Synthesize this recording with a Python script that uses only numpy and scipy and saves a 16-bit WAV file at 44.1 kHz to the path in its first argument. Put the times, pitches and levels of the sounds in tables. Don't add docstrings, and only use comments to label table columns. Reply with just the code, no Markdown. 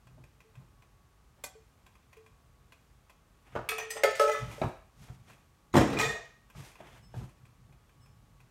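import sys
import numpy as np
from scipy import signal
from scipy.fft import rfft, irfft, next_fast_len
from scipy.io import wavfile
from scipy.ndimage import uniform_filter1d, map_coordinates

SR = 44100
rng = np.random.default_rng(int(sys.argv[2]) if len(sys.argv) > 2 else 0)


def wrap_up_sound(samples):
    columns = np.atleast_2d(samples).T
    tamed = np.clip(columns, -1, 1)
    steps = np.round(tamed * 32767).astype(np.int16)
    wavfile.write(sys.argv[1], SR, steps)


def undo_db(level):
    steps = np.asarray(level, float) / 20
    return 10 ** steps


N = 374850


def unit(x):
    return x / np.sqrt(np.mean(x ** 2) + 1e-20)


def along(points, hz):
    f, value = np.transpose(points)
    return np.interp(np.log(hz + 1), np.log(f + 1), value)


def wobble(rate):
    knots = rng.standard_normal(int(N * rate / SR) + 4)
    return map_coordinates(knots, [np.arange(N) * rate / SR])


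def noise(tone, size, tilt_db=0):
    hz = np.fft.rfftfreq(size, 1 / SR)
    gain = undo_db(along(tone, hz) + tilt_db * np.log2(hz / 1000 + 0.26))
    return unit(irfft(rfft(rng.standard_normal(size)) * gain, size))


def fading(x, t60, patchy_db=0):
    hz, t, z = signal.stft(x, SR, nperseg=256)
    patches = unit(uniform_filter1d(rng.standard_normal(z.shape), size=8, axis=1))
    gain = undo_db(patchy_db * patches - 60 * t / t60(hz)[:, None])
    return signal.istft(z * gain, SR, nperseg=256)[1][:len(x)]


def swell(s, hold, db, rise_db_per_s, fall_db_per_s):
    t = np.arange(N) / SR - s
    return undo_db(db - rise_db_per_s * np.maximum(-t, 0) - fall_db_per_s * np.maximum(t - hold, 0))


def contacts(rows, own, **shared):
    full = []
    for row in rows:
        columns = dict(zip(["s", "peak_db"] + own.split(), row))
        full.append({"treble_db": 0, "free": 1, **shared, **columns})
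    return [[c[key] for key in "s peak_db treble_db ring_db life free".split()] for c in full]


def phase_walk(count, size):
    walk = np.cumsum(rng.standard_normal((count, size // 64)), axis=1).repeat(64, axis=1)
    return uniform_filter1d(walk, size=128, axis=1)


def strike(hits, modes, tone, rise, rough, scatter_db=4.5, tilt=0.55, treble_loss=0.097, patchy_db=4, order=14):
    out, t = np.zeros(N + SR), np.arange(2 ** order) / SR
    hz, level_db, t60 = np.transpose(modes)[:, :, None]
    usual_db = np.mean(np.transpose(hits)[2])
    start = rng.uniform(0, 2 * np.pi, hz.shape)
    for s, peak_db, treble_db, ring_db, life, free in hits:
        tilt_db = tilt * (treble_db - usual_db)
        crack = fading(noise(tone, len(t), tilt_db), lambda f: life * (f / 1000 + 0.11) ** -treble_loss, patchy_db)
        rebounds = rng.standard_normal(len(t) // 128).repeat(128)
        crack *= undo_db(1.24 * uniform_filter1d(rebounds, size=128))
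        size_db = level_db + tilt_db * np.log2(hz / 1000 + 0.15) + scatter_db * rng.standard_normal(hz.shape)
        shake = phase_walk(len(modes), len(t))
        phase = 2 * np.pi * hz * (t + round(s * SR) / SR) + start + rough * shake * np.sqrt(hz / 1000)
        decay = np.exp(-np.log(1000) * t / (free * t60))
        ring = np.sum(undo_db(size_db) * decay * np.sin(phase), axis=0)
        onset = (1 - np.exp(-(t / rise) ** 2)) * np.cos(np.pi / 2 * (t / t[-1]) ** 2)
        out[round(s * SR):][:len(t)] += undo_db(peak_db - 9.5) * onset * (crack + undo_db(ring_db) * ring)
    return out[:N]


# (frequency [Hz], density [dB per Hz])
ROOM_TONE = [(20, -19.5), (42, 2), (113, -9), (284, -17.5), (586, -21.5), (1150, -21.5), (1890, -26.5),
             (15800, -40.5)]
# (frequency [Hz], level [dB])
FRIDGE_TONES = [(839.8, -86), (1125, -80), (1244, -85.5)]


def air():
    t = np.arange(N) / SR
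    hum = 0
    for hz, db in FRIDGE_TONES:
        level = undo_db(db + 4.0 + 3.1 * wobble(11.0))
        hum = hum + level * np.sin(2 * np.pi * hz * t + 0.39 * wobble(58))
    return undo_db(-62 + 0.25 * wobble(8.3)) * noise(ROOM_TONE, N) + hum


# (time [s], hold [s], level [dB])
FOOTSTEPS = [(0.068, 0.17, -59.5), (0.58, 0.0068, -45.5), (3.563, 0.0089, -42), (4.035, 0.14, -62.5),
             (4.429, 0.077, -42), (4.637, 0.019, -38), (5, 0.02, -52.5), (5.104, 0.11, -55.5),
             (5.272, 0.024, -59.5), (5.775, 0.044, -35), (5.91, 0.16, -41), (6.565, 0.03, -50.5),
             (6.847, 0.24, -58), (7.167, 0.068, -46), (7.4, 0.1, -63), (7.599, 0.11, -59),
             (7.985, 0.43, -65)]
# (time [s], peak level [dB])
HEEL_LANDINGS = [
    (4.635, -16),
    (5.097, -30.5),
    (6.553, -33.5),
    (6.572, -28),
    (6.596, -28.5),
    (7.141, -27),
    (7.165, -20),
    (7.205, -25),
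    (7.232, -31.5),
]
# (time [s], hold [s], hiss level [dB], drag above the hiss [dB])
SOLE_SLIDES = [(4.366, 0.056, -60.5, 10.5), (4.506, 0.13, -57, 3.5), (3.475, 0.11, -72, 11.5),
               (4.995, 0.015, -65.5, -3.5), (5.037, 0.022, -64.5, 2), (5.28, 0.018, -64, 5.5),
               (6.563, 0.025, -63, 2.5), (6.598, .02, -65.5, 4), (6.636, 0.039, -62.5, -2),
               (6.811, 0.039, -71, 14.5), (6.894, 0.046, -68, 6), (7.158, 0.039, -59.5, 3)]
# (frequency [Hz], density [dB per Hz])
FLOOR_BOOM = [(25, -34.5), (50, -2.5), (90, -7), (125, 6), (160, -3), (250, -15), (350, -54.5)]
SOLE_HISS = [(1180, -27), (2000, -4.5), (4790, -6.5), (5360, -6.5), (11500, -13.5), (15800, -22)]
SOLE_DRAG = [(150, -39.5), (250, -8.5), (618, -12), (706, -9), (2430, -13.5), (3500, -17.5), (4550, -41.5),
             (7700, -120)]


def feet():
    lumps = undo_db(2 * wobble(25))
    weight = undo_db(-71)
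    for step in FOOTSTEPS:
        weight = weight + swell(*step, rise_db_per_s=601.5, fall_db_per_s=218.5)
    boom = weight * unit(lumps * noise(FLOOR_BOOM, N))
    landings = contacts(HEEL_LANDINGS, "", ring_db=9, life=0.1)
    heels = strike(landings, [(122, -8, 0.15)], FLOOR_BOOM, rise=0.0051, rough=0.2, scatter_db=1)
    grit = undo_db(0.86 * wobble(300) + 1.9 * wobble(40))
    hiss = unit(grit * noise(SOLE_HISS, N))
    drag = unit(grit * noise(SOLE_DRAG, N))
    slides = 0
    for s, hold, db, drag_db in SOLE_SLIDES:
        slide = swell(s, hold, db, rise_db_per_s=417, fall_db_per_s=115.5)
        slides = slides + slide * (hiss + undo_db(drag_db) * drag)
    return boom + heels + slides


# (time [s], peak level [dB])
PLAIN_SLIPS = [(0.2374, -50), (0.403, -48), (1.8633, -46.5), (1.9525, -53.5), (2.1279, -46.5),
               (2.2618, -49), (2.7206, -43), (3.0957, -45.5), (7.452, -51), (7.7228, -54.5), (7.8915, -56),
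               (8.0584, -54)]
DULL_SLIPS = [
    (0.0687, -48.5),
    (0.5522, -47.5),
    (0.821, -49.5),
    (3.4655, -57.5),
    (6.754, -44),
]
SHARP_SLIPS = [
    (2.167, -52),
    (2.025, -65),
    (4.5121, -41),
    (5.298, -49),
    (5.3304, -52),
    (6.4985, -47),
    (6.7134, -51),
    (7.291, -54),
    (8.4023, -52.5),
]
# (frequency [Hz], level [dB], t60 [s])
STOVE_MODES = [(1032, -1, 0.065), (1575, -5, 0.065), (2036, -5, 0.054), (2370, -2.5, 0.05),
               (2450, -2, 0.091), (2590, -3.5, 0.06), (2690, -3, 0.024), (3310, -12.5, 0.13),
               (4600, -22, 0.028)]
# (frequency [Hz], density [dB per Hz])
TICK_COLOUR = [(350, -13), (600, -3.5), (1830, -8.5), (2500, -6.5), (3770, -14), (6580, -16.5),
               (15500, -23)]


def stove():
    hits = []
    for rows, treble_db in [(PLAIN_SLIPS, -18), (DULL_SLIPS, -38), (SHARP_SLIPS, 3)]:
        hits += contacts(rows, "", treble_db=treble_db, ring_db=2.0, life=0.093, free=1.0)
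    return strike(hits, STOVE_MODES, TICK_COLOUR, rise=0.0016, rough=0.3, scatter_db=1, tilt=0.066,
                  patchy_db=3.5, order=12)


# (time [s], peak level [dB], treble [dB])
SOFT_BUMPS = [
    (0.169, -46, -32),
    (0.6, -51, -29),
    (1.374, -50, -15),
    (5.075, -42, -12),
    (7.2, -38, -26.5),
    (7.68, -55, -20),
]
# (frequency [Hz], level [dB], t60 [s])
CUPBOARD_MODES = [(128, -5, 0.3), (366, -3, 0.25), (531, 0.5, 0.11), (628, 13.5, 0.049), (895, 4.5, 0.09),
                  (1257, -10.5, 0.12)]
# (frequency [Hz], density [dB per Hz])
CUPBOARD_COLOUR = [(60, -30), (130, -1), (250, 3), (600, 0.5), (1200, -1), (2200, -13), (5000, -28),
                   (15800, -68)]


def bumps():
    hits = contacts(SOFT_BUMPS, "treble_db", ring_db=-8, life=0.14)
    return undo_db(5.0) * strike(hits, CUPBOARD_MODES, CUPBOARD_COLOUR, rise=0.014, rough=0.3, scatter_db=2.5,
                             treble_loss=0.4)


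# (time [s], peak level [dB])
RIM_SNAP = [
    (1.438, -27.5),
]
# (time [s], peak level [dB], ring time factor [1])
LID_PINGS = [
    (.445, -52, 0.85),
    (1.55, -39.5, 0.53),
    (2.166, -42, 0.93),
    (3.695, -33, 3.5),
    (3.79, -43.5, 2.5),
    (3.87, -54.5, 1.8),
]
# (frequency [Hz], level [dB], t60 [s])
RIM_MODES = [(276, -8.5, 0.18), (759, 0, 0.31), (592, 1.5, 0.27), (1140, 3.5, 0.23), (1526, -0.5, 0.19),
             (2020, 3, 0.16), (2460, 8, 0.11), (3560, 4, 0.079), (5150, -2, 0.12), (6800, -10, 0.11),
             (8250, -16, .08)]
# (frequency [Hz], density [dB per Hz])
SNAP_COLOUR = [(120, -44), (200, -12), (1120, -0.5), (1360, -11), (2040, -3), (2400, -7.5), (8330, -2.5),
               (15800, -11)]
LID_COLOUR = [(360, -42.5), (430, -18), (600, -7.5), (800, -30), (1300, -11.5), (2200, -18.5), (9000, -34),
              (15800, -38.5)]


def opening():
    breaking = contacts(RIM_SNAP, "", ring_db=-13, life=0.15)
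    snap = strike(breaking, RIM_MODES, SNAP_COLOUR, rise=0.00072, rough=0.3, scatter_db=1.5)
    pings = contacts(LID_PINGS, "free", ring_db=16.5, life=0.05)
    return snap + undo_db(-14.5) * strike(pings, [(441, 0, 0.38)], LID_COLOUR, rise=0.0041, rough=0.045, scatter_db=0.5)


# (time [s], peak level [dB], t60 [s], frequency [Hz], beat
# [Hz])
TWIN_MODES = [(1.495, -64, .2, 3350, 12), (3.785, -46.5, .3, 6067, 6), (3.786, -51, .15, 7000, 20),
              (3.901, -42, .07, 11270, 30), (3.904, -43, .12, 8974, 25), (3.905, -49.5, .25, 6944, 25),
              (3.906, -41, 0.24, 6105, 9), (3.907, -44.5, .2, 7817, 17), (3.908, -44.5, .35, 8511, 14.4),
              (3.945, -59, .15, 13350, 25), (3.96, -56, .1, 11700, 15), (4.044, -41, .3, 3300, 22),
              (4.05, -30, .2, 1292, 30), (4.055, -37.5, .2, 4650, 22), (4.068, -33, .25, 1760, 12),
              (4.196, -22.5, 0.498, 1292, 4), (4.233, -29.5, .3, 1321, 2.2), (4.33, -37, .3, 1728, 24),
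              (4.33, -34.5, 0.54, 1292, 3.4), (5.993, -39, 0.32, 5760, 18), (5.996, -33, 0.37, 1260, 28),
              (6.0, -40, 0.28, 6772, 19), (6.02, -46, .28, 4667, 19), (6.025, -39, .38, 3623, 13.5),
              (6.088, -33, .4, 1863, 11.2), (6.15, -43, 0.32, 666, 13.7)]


def beating():
    out, t = np.zeros(N + SR), np.arange(2 ** 14) / SR
    for s, db, t60, hz, beat_hz in TWIN_MODES:
        shake = phase_walk(2, len(t))
        phase = 2 * np.pi * np.outer([hz, hz + beat_hz], t) + 0.012 * hz / 1000 * shake
        onset = (1 - np.exp(-t / 0.003)) * np.cos(np.pi / 2 * (t / t[-1]) ** 4)
        twins = np.sin(phase[0]) + 0.63 * np.sin(phase[1])
        out[round(s * SR):][:len(t)] += undo_db(db - 60 * t / t60) * onset * twins
    return out[:N]


# (time [s], peak level [dB], crack t60 [s])
COUNTER_THUDS = [
    (3.552, -24.5, 0.069),
    (3.559, -26, 0.13),
    (3.572, -32.5, 0.1),
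    (3.59, -31, 0.059),
    (3.612, -40.5, 0.07),
]
# (frequency [Hz], density [dB per Hz])
THUD_COLOUR = [(60, -30.5), (130, -5), (300, -6), (700, 0), (1300, -5), (2200, -17.5), (4000, -27),
               (15800, -51)]


def thud():
    hits = contacts(COUNTER_THUDS, "life", ring_db=-15.5)
    return undo_db(3.0) * strike(hits, CUPBOARD_MODES, THUD_COLOUR, rise=0.0012, rough=0.35, treble_loss=0.22, order=13)


# (time [s], peak level [dB], t60 [s], frequency [Hz])
SINGLE_RINGS = [(3.6885, -28, 0.043, 2560), (3.783, -19, 0.046, 2480), (3.808, -32.5, 0.14, 1860),
                (3.904, -33.5, .08, 1860), (3.968, -42.5, .3, 1860), (4.034, -28.5, 0.057, 5450),
                (4.196, -24.5, 0.043, 5520), (4.198, -39, 0.1, 1292), (4.285, -17, 0.13, 600),
                (4.283, -32, .15, 860), (4.305, -31.5, 0.36, 2015), (5.765, -25, 0.21, 1990),
                (5.773, -22.5, 0.041, 5300), (5.807, -30, 0.07, 2450), (5.967, -22, 0.079, 2450),
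                (5.995, -14.5, 0.052, 2450), (5.998, -31, 0.15, 1260), (6.026, -20, 0.19, 1884),
                (6.086, -31, 0.19, 1860), (6.034, -23.5, 0.17, 436), (5.79, -56, 0.45, 6083),
                (5.9, -55, .5, 6083)]
# (frequency [Hz], density [dB per Hz])
CAN_COLOUR = [(250, -16.5), (436, 0), (759, -2), (1490, -10.5), (1900, -1), (2300, -17), (7620, -20),
              (15800, -37.5)]


def lone_rings():
    rings = 0
    for s, db, t60, hz in SINGLE_RINGS:
        hits = contacts([(s, db - 19)], "", ring_db=26, life=0.05)
        rings = rings + strike(hits, [(hz, 0, t60)], CAN_COLOUR, rise=0.0043, rough=0.11, scatter_db=-1.5)
    return rings


# (time [s], peak level [dB], crack t60 [s])
STEEL_GRAZES = [
    (3.689, -27.5, .03),
    (3.705, -33, .12),
    (3.7818, -31, .02),
    (3.826, -51, .02),
    (4.2, -48, .025),
    (3.946, -50, .02),
]
# (frequency [Hz], density [dB per Hz])
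GRAZE_COLOUR = [(1500, -30), (5000, -7), (9000, -1.5), (13000, 1.5), (15800, -5)]


def grazes():
    hits = contacts(STEEL_GRAZES, "life", ring_db=-35.5)
    return strike(hits, [(11270, 0, 0.05)], GRAZE_COLOUR, rise=0.0004, rough=0.2, order=12)


# (time [s], peak level [dB], treble [dB], crack t60 [s])
OPENER_CONTACTS = [
    (3.689, -17.5, -11.5, 0.043),
    (3.7164, -25, -19.5, 0.083),
    (3.7815, -28.5, -19.5, 0.13),
    (3.6955, -26, -12.5, 0.036),
    (3.7994, -29.5, -21.5, 0.049),
    (3.832, -37.5, -19.5, 0.067),
]
# (time [s], peak level [dB], treble [dB], ring time share left by the counter [1])
HANDLE_CONTACTS = [
    (3.7818, -29.5, 2, 0.41),
    (3.902, -25.5, 17, 0.58),
    (3.9626, -26.5, -12, 0.91),
]
# (frequency [Hz], level [dB], t60 [s])
OPENER_MODES = [(1270, -11, 0.24), (1610, -13, 0.11), (2284, -6, 0.08), (1900, -11.5, 0.1),
                (2390, -8, 0.06), (2560, -2.5, 0.087), (2740, -10.5, 0.049), (3420, -8.5, 0.066),
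                (4230, -19.5, 0.15), (5720, -21.5, 0.087), (11070, -26, 0.08), (12800, -26, 0.087)]
HANDLE_MODES = [(1860, 5.5, 0.11), (1920, -4.5, 0.25), (3320, -10, 0.23), (4130, -13.5, 0.16),
                (5000, -5, 0.1), (6083, -14, 0.12), (7440, -12.5, 0.18), (7900, -6.5, 0.087),
                (8250, -11.5, 0.2)]
# (frequency [Hz], density [dB per Hz])
OPENER_COLOUR = [(180, -46.5), (300, -25), (432, -3), (2050, -5.5), (2510, -4), (4300, -14), (12900, -20.5),
                 (15800, -21.5)]


def opener():
    body_hits = contacts(OPENER_CONTACTS, "treble_db life", ring_db=0.0, free=0.9)
    body = strike(body_hits, OPENER_MODES, OPENER_COLOUR, rise=0.00022, rough=0.38, scatter_db=-1.0, order=13)
    handle_hits = contacts(HANDLE_CONTACTS, "treble_db free", ring_db=-5, life=0.14)
    handles = strike(handle_hits, HANDLE_MODES, OPENER_COLOUR, rise=0.004, rough=0.03, tilt=0.2, scatter_db=1)
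    return body + handles


# (time [s], peak level [dB], treble [dB])
LID_FALL = [
    (4.034, -7.5, -13.5),
    (4.043, -12, -25),
    (4.064, -28.5, -21.5),
    (4.108, -31, -6.5),
]
# (time [s], peak level [dB], treble [dB], ring time share [1])
LID_CONTACTS = [
    (3.954, -35.5, -23, 1),
    (4.15, -48, -3, 0.71),
    (4.196, -9.5, -21.5, 0.78),
    (4.209, -25, -13, 0.14),
    (4.24, -23.5, -17.5, 0.7),
    (4.272, -22, -20, 0.35),
    (4.294, -17, -19.5, 0.18),
    (4.34, -28.5, -16.5, 0.94),
    (4.578, -37, -22, 0.54),
]
# (frequency [Hz], level [dB], t60 [s])
LID_FALL_MODES = [(421.5, 0, 0.36), (549, 7.5, 0.2), (608, -3.5, 0.302), (863, -20, 1), (1285, -12, 0.5),
                  (1770, -9, 0.35), (2014, -18.5, 0.4), (2134, 4, 0.1), (2416, -13.5, 0.41),
                  (4570, -20.5, 0.2), (6970, -18.5, 0.14)]
LID_MODES = [(436, -1.5, 0.35), (569.6, -1, 0.2), (600, -6.5, 0.44), (853, -21, 0.87), (1292, -10, 0.36),
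             (1463, -22, .2), (1714, -9, 0.17), (2160, -22.5, 0.18)]


def lid():
    fall_hits = contacts(LID_FALL, "treble_db", ring_db=5.5, life=0.073, free=0.18)
    fall = strike(fall_hits, LID_FALL_MODES, LID_COLOUR, rise=0.0015, rough=0.06, scatter_db=0.96)
    ring_hits = contacts(LID_CONTACTS, "treble_db free", ring_db=8.5, life=0.045)
    ringing = strike(ring_hits, LID_MODES, LID_COLOUR, rise=0.0019, rough=0.041, scatter_db=1.6)
    thin = signal.butter(4, 370, "high", fs=SR, output="sos")
    return signal.sosfilt(thin, undo_db(-3.5) * fall + undo_db(-4.5) * ringing)


# (time [s], peak level [dB], treble [dB], ring time share [1])
SPIN_CONTACTS = [
    (4.1515, -28, -12.5, 0.24),
    (4.1944, -20.5, -10, 0.1),
    (4.2777, -35.5, -4, 0.36),
    (4.3146, -31, -8, 0.74),
    (4.3444, -28.5, -34.5, 1),
    (4.3794, -39, -12, 0.29),
]
# (frequency [Hz], level [dB], t60 [s])
SPIN_MODES = [(1705, -16, 0.3), (2011, 6, 0.37), (2441, 11.5, 0.11), (3070, -8.5, 0.47), (3600, -10, 0.4),
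              (4118, -13, 0.25), (5830, 5.5, 0.036), (5950, -18, 0.23), (6770, -7, 0.14), (8500, -15, .15)]
# (frequency [Hz], density [dB per Hz])
SPIN_COLOUR = [(600, -51.5), (1200, -9), (2200, -6.5), (4000, -8.5), (8000, -15), (12000, -23),
               (15800, -25.5)]


def spinning_lid():
    hits = contacts(SPIN_CONTACTS, "treble_db free", ring_db=-1.2, life=0.28)
    return undo_db(-3.5) * strike(hits, SPIN_MODES, SPIN_COLOUR, rise=0.0016, rough=0.13, scatter_db=2)


# (time [s], peak level [dB], treble [dB], ring above the crack [dB])
PANEL_KNOCKS = [
    (4.615, -18, -26, -8),
    (4.632, -26, -27, -21.5),
    (6.549, -50.5, -12.5, -7),
    (6.802, -40.5, -33.5, -5),
    (7.14, -39.5, -29.5, -7.5),
]


def knocks():
    hits = contacts(PANEL_KNOCKS, "treble_db ring_db", life=0.13)
    return undo_db(2.0) * strike(hits, CUPBOARD_MODES, CUPBOARD_COLOUR, rise=0.0014, rough=0.25, scatter_db=2.5,
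                             treble_loss=0.13)


# (time [s], peak level [dB], crack t60 [s])
CHATTER = [(5.729, -36.5, 0.045), (5.8984, -48, 0.087), (5.9234, -48, 0.092), (5.986, -17, 0.094),
           (5.9952, -35.5, 0.17), (6.01, -22.5, 0.21), (6.0296, -31, 0.15), (6.048, -35.5, .15),
           (6.0875, -38, 0.14), (6.115, -40.5, 0.16), (6.15, -42.5, 0.13), (6.2496, -49, .1)]
# (frequency [Hz], density [dB per Hz])
CHATTER_COLOUR = [(300, -28), (1000, 1), (2200, 1), (4000, -2.5), (6000, -4.5), (8000, -9), (11000, -17),
                  (15800, -15)]


def rattle():
    hits = contacts(CHATTER, "life", ring_db=-40.5)
    return undo_db(-1.0) * strike(hits, [(5760, 0, 0.11)], CHATTER_COLOUR, rise=0.003, rough=0.2, patchy_db=6, order=13)


# (time [s], peak level [dB], crack t60 [s])
BIN_CRASH = [
    (5.738, -5.5, 0.066),
    (5.752, -4.5, 0.16),
    (5.764, -3, 0.2),
    (5.78, -10.5, 0.036),
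    (5.805, -11, 0.21),
    (5.813, -15.5, 0.073),
    (5.87, -22.5, 0.43),
    (5.898, -23.5, 0.49),
    (5.929, -19.5, 0.26),
    (5.964, -22.5, 0.087),
]
# (frequency [Hz], level [dB], t60 [s])
BIN_MODES = [(105.6, -4, 0.089), (134.6, -5.5, 0.063), (203.8, -4.5, 0.45), (234.6, 7, 0.12),
             (275.4, -1.5, 0.46), (407.3, -9, 0.43), (596, -15.5, 0.33), (964, -2, 0.07)]
# (frequency [Hz], density [dB per Hz])
BIN_COLOUR = [(29, -43.5), (50, -8), (223, -1), (481, -2), (1810, -14.5), (3000, -18), (5480, -28),
              (15800, -40)]


def crash():
    hits = contacts(BIN_CRASH, "life", ring_db=-15.0)
    return undo_db(-3.5) * strike(hits, BIN_MODES, BIN_COLOUR, rise=0.0029, rough=0.2, scatter_db=4.0, treble_loss=0.27)


# (time [s], peak level [dB], treble [dB], ring time share [1])
CAN_CONTACTS = [
    (5.7406, -25, -19, 0.33),
    (5.7627, -23.5, -10.5, 0.19),
    (5.8062, -28, -20, 0.85),
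    (5.9234, -28.5, -23.5, 0.5),
    (5.9687, -22.5, -21, 0.34),
    (5.9945, -19, -15.5, 0.65),
    (6.0496, -26.5, -15.5, 0.47),
    (6.0972, -28, -18.5, 0.43),
    (6.1601, -39.5, -22.5, 0.33),
]
# (frequency [Hz], level [dB], t60 [s])
CAN_MODES = [(436, -6.5, 0.46), (656, -6.5, 0.31), (1240, -2.5, 0.2), (1717, -18.5, 0.37),
             (1860, -21, 0.25), (1977, -13.5, 0.27), (2145, -8.5, 0.16), (2456, 1, 0.11), (3560, -20, 0.32),
             (4667, -26.5, 0.3), (5690, -13.5, 0.15), (6560, -22, 0.19), (6772, -21.5, 0.3),
             (7560, -18, 0.17)]


def can():
    hits = contacts(CAN_CONTACTS, "treble_db free", ring_db=2.5, life=0.28)
    return undo_db(-1.5) * strike(hits, CAN_MODES, CAN_COLOUR, rise=0.0036, rough=0.2, scatter_db=6.0)


# (time [s], peak level [dB])
WALL_JOLTS = [(5.748, -14), (5.7533, -17), (5.7561, -7.5), (5.7591, -13.5), (5.7677, -9), (5.7704, -17),
              (5.776, -8), (5.782, -22.5), (5.787, -17.5), (5.7904, -16.5), (5.8052, -17), (5.8148, -11),
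              (5.8219, -27.5), (5.8255, -28.5), (5.8337, -24), (5.842, -25.5)]
# (frequency [Hz], width [Hz], level [dB])
WALL_RESONANCES = [(148.7, 61, -4), (258, 120, 0.5), (669, 240, -16.5), (900, 130, 5), (1330, 270, -13)]


def jolts():
    size = next_fast_len(N + SR)
    f = np.fft.rfftfreq(size, 1 / SR)
    s, db = np.transpose(WALL_JOLTS)
    blows = np.bincount(np.round(s * SR).astype(int), undo_db(db), size)
    wall = 0
    for centre, width, gain_db in WALL_RESONANCES:
        wall = wall + undo_db(gain_db) * 1j * f * width / (centre * centre - f * f + 1j * f * width)
    push_s = 0.0011
    push = np.exp(-(np.pi * f * push_s) ** 2 / 4) * f / (f + 60) * push_s * SR
    return irfft(rfft(blows) * push * (0.7 + 0.9 * wall), size)[:N]


# (time [s], peak level [dB], treble [dB])
CHARM_JINGLES = [
    (7.015, -37.5, -4),
    (8.0, -46.5, 4),
]
# (frequency [Hz], level [dB], t60 [s])
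CHARM_MODES = [(2920, -2, .2), (5260, 0, .2), (8050, -3, .15), (11300, -15, .1), (15100, -7, .12)]


def charm():
    hits = contacts(CHARM_JINGLES, "treble_db", ring_db=30, life=0.1, free=0.75)
    return undo_db(-30) * strike(hits, CHARM_MODES, TICK_COLOUR, rise=0.03, rough=0.02, scatter_db=0.5, tilt=0.3)


# (frequency [Hz], t60 [s])
KITCHEN_DECAY = [(100, 0.17), (500, 0.36), (2000, 0.5), (6000, 0.52), (15000, 0.097)]


def kitchen(x, wet_db):
    tail = fading(rng.standard_normal(2 ** 15), lambda f: along(KITCHEN_DECAY, f))
    late = np.pad(x, (300, 0))
    return x + undo_db(wet_db) * signal.fftconvolve(late, tail / np.linalg.norm(tail))[:N]


def scene():
    mix = air() + feet()
    mix = mix + kitchen(stove(), wet_db=-9.5)
    mix = mix + kitchen(opening(), wet_db=-15.5)
    mix = mix + kitchen(beating() + grazes(), wet_db=-11)
    mix = mix + kitchen(opener() + lid() + spinning_lid() + can(), wet_db=-5.5)
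    blows = bumps() + thud() + lone_rings() + knocks() + rattle() + crash() + jolts()
    mix = mix + kitchen(blows, wet_db=-6.5)
    mix = mix + kitchen(charm(), wet_db=-5.5)
    return mix[None]


def roll_off(x):
    return signal.sosfilt(signal.butter(12, 16490, fs=SR, output="sos"), x)


# (frequency [Hz], gain [dB])
MICROPHONE_RESPONSE = [(15, -37.5), (45, -0.5), (5000, -3), (6200, -1), (9500, -1), (10500, -3.5),
                       (11500, 0), (15800, -5)]


def record(dry):
    hz = np.fft.rfftfreq(N, 1 / SR)
    response = undo_db(along(MICROPHONE_RESPONSE, hz)) * (hz < 15850)
    heard = irfft(rfft(dry) * response, N)
    return roll_off(heard)


dry = scene()
out = record(dry)
wrap_up_sound(out)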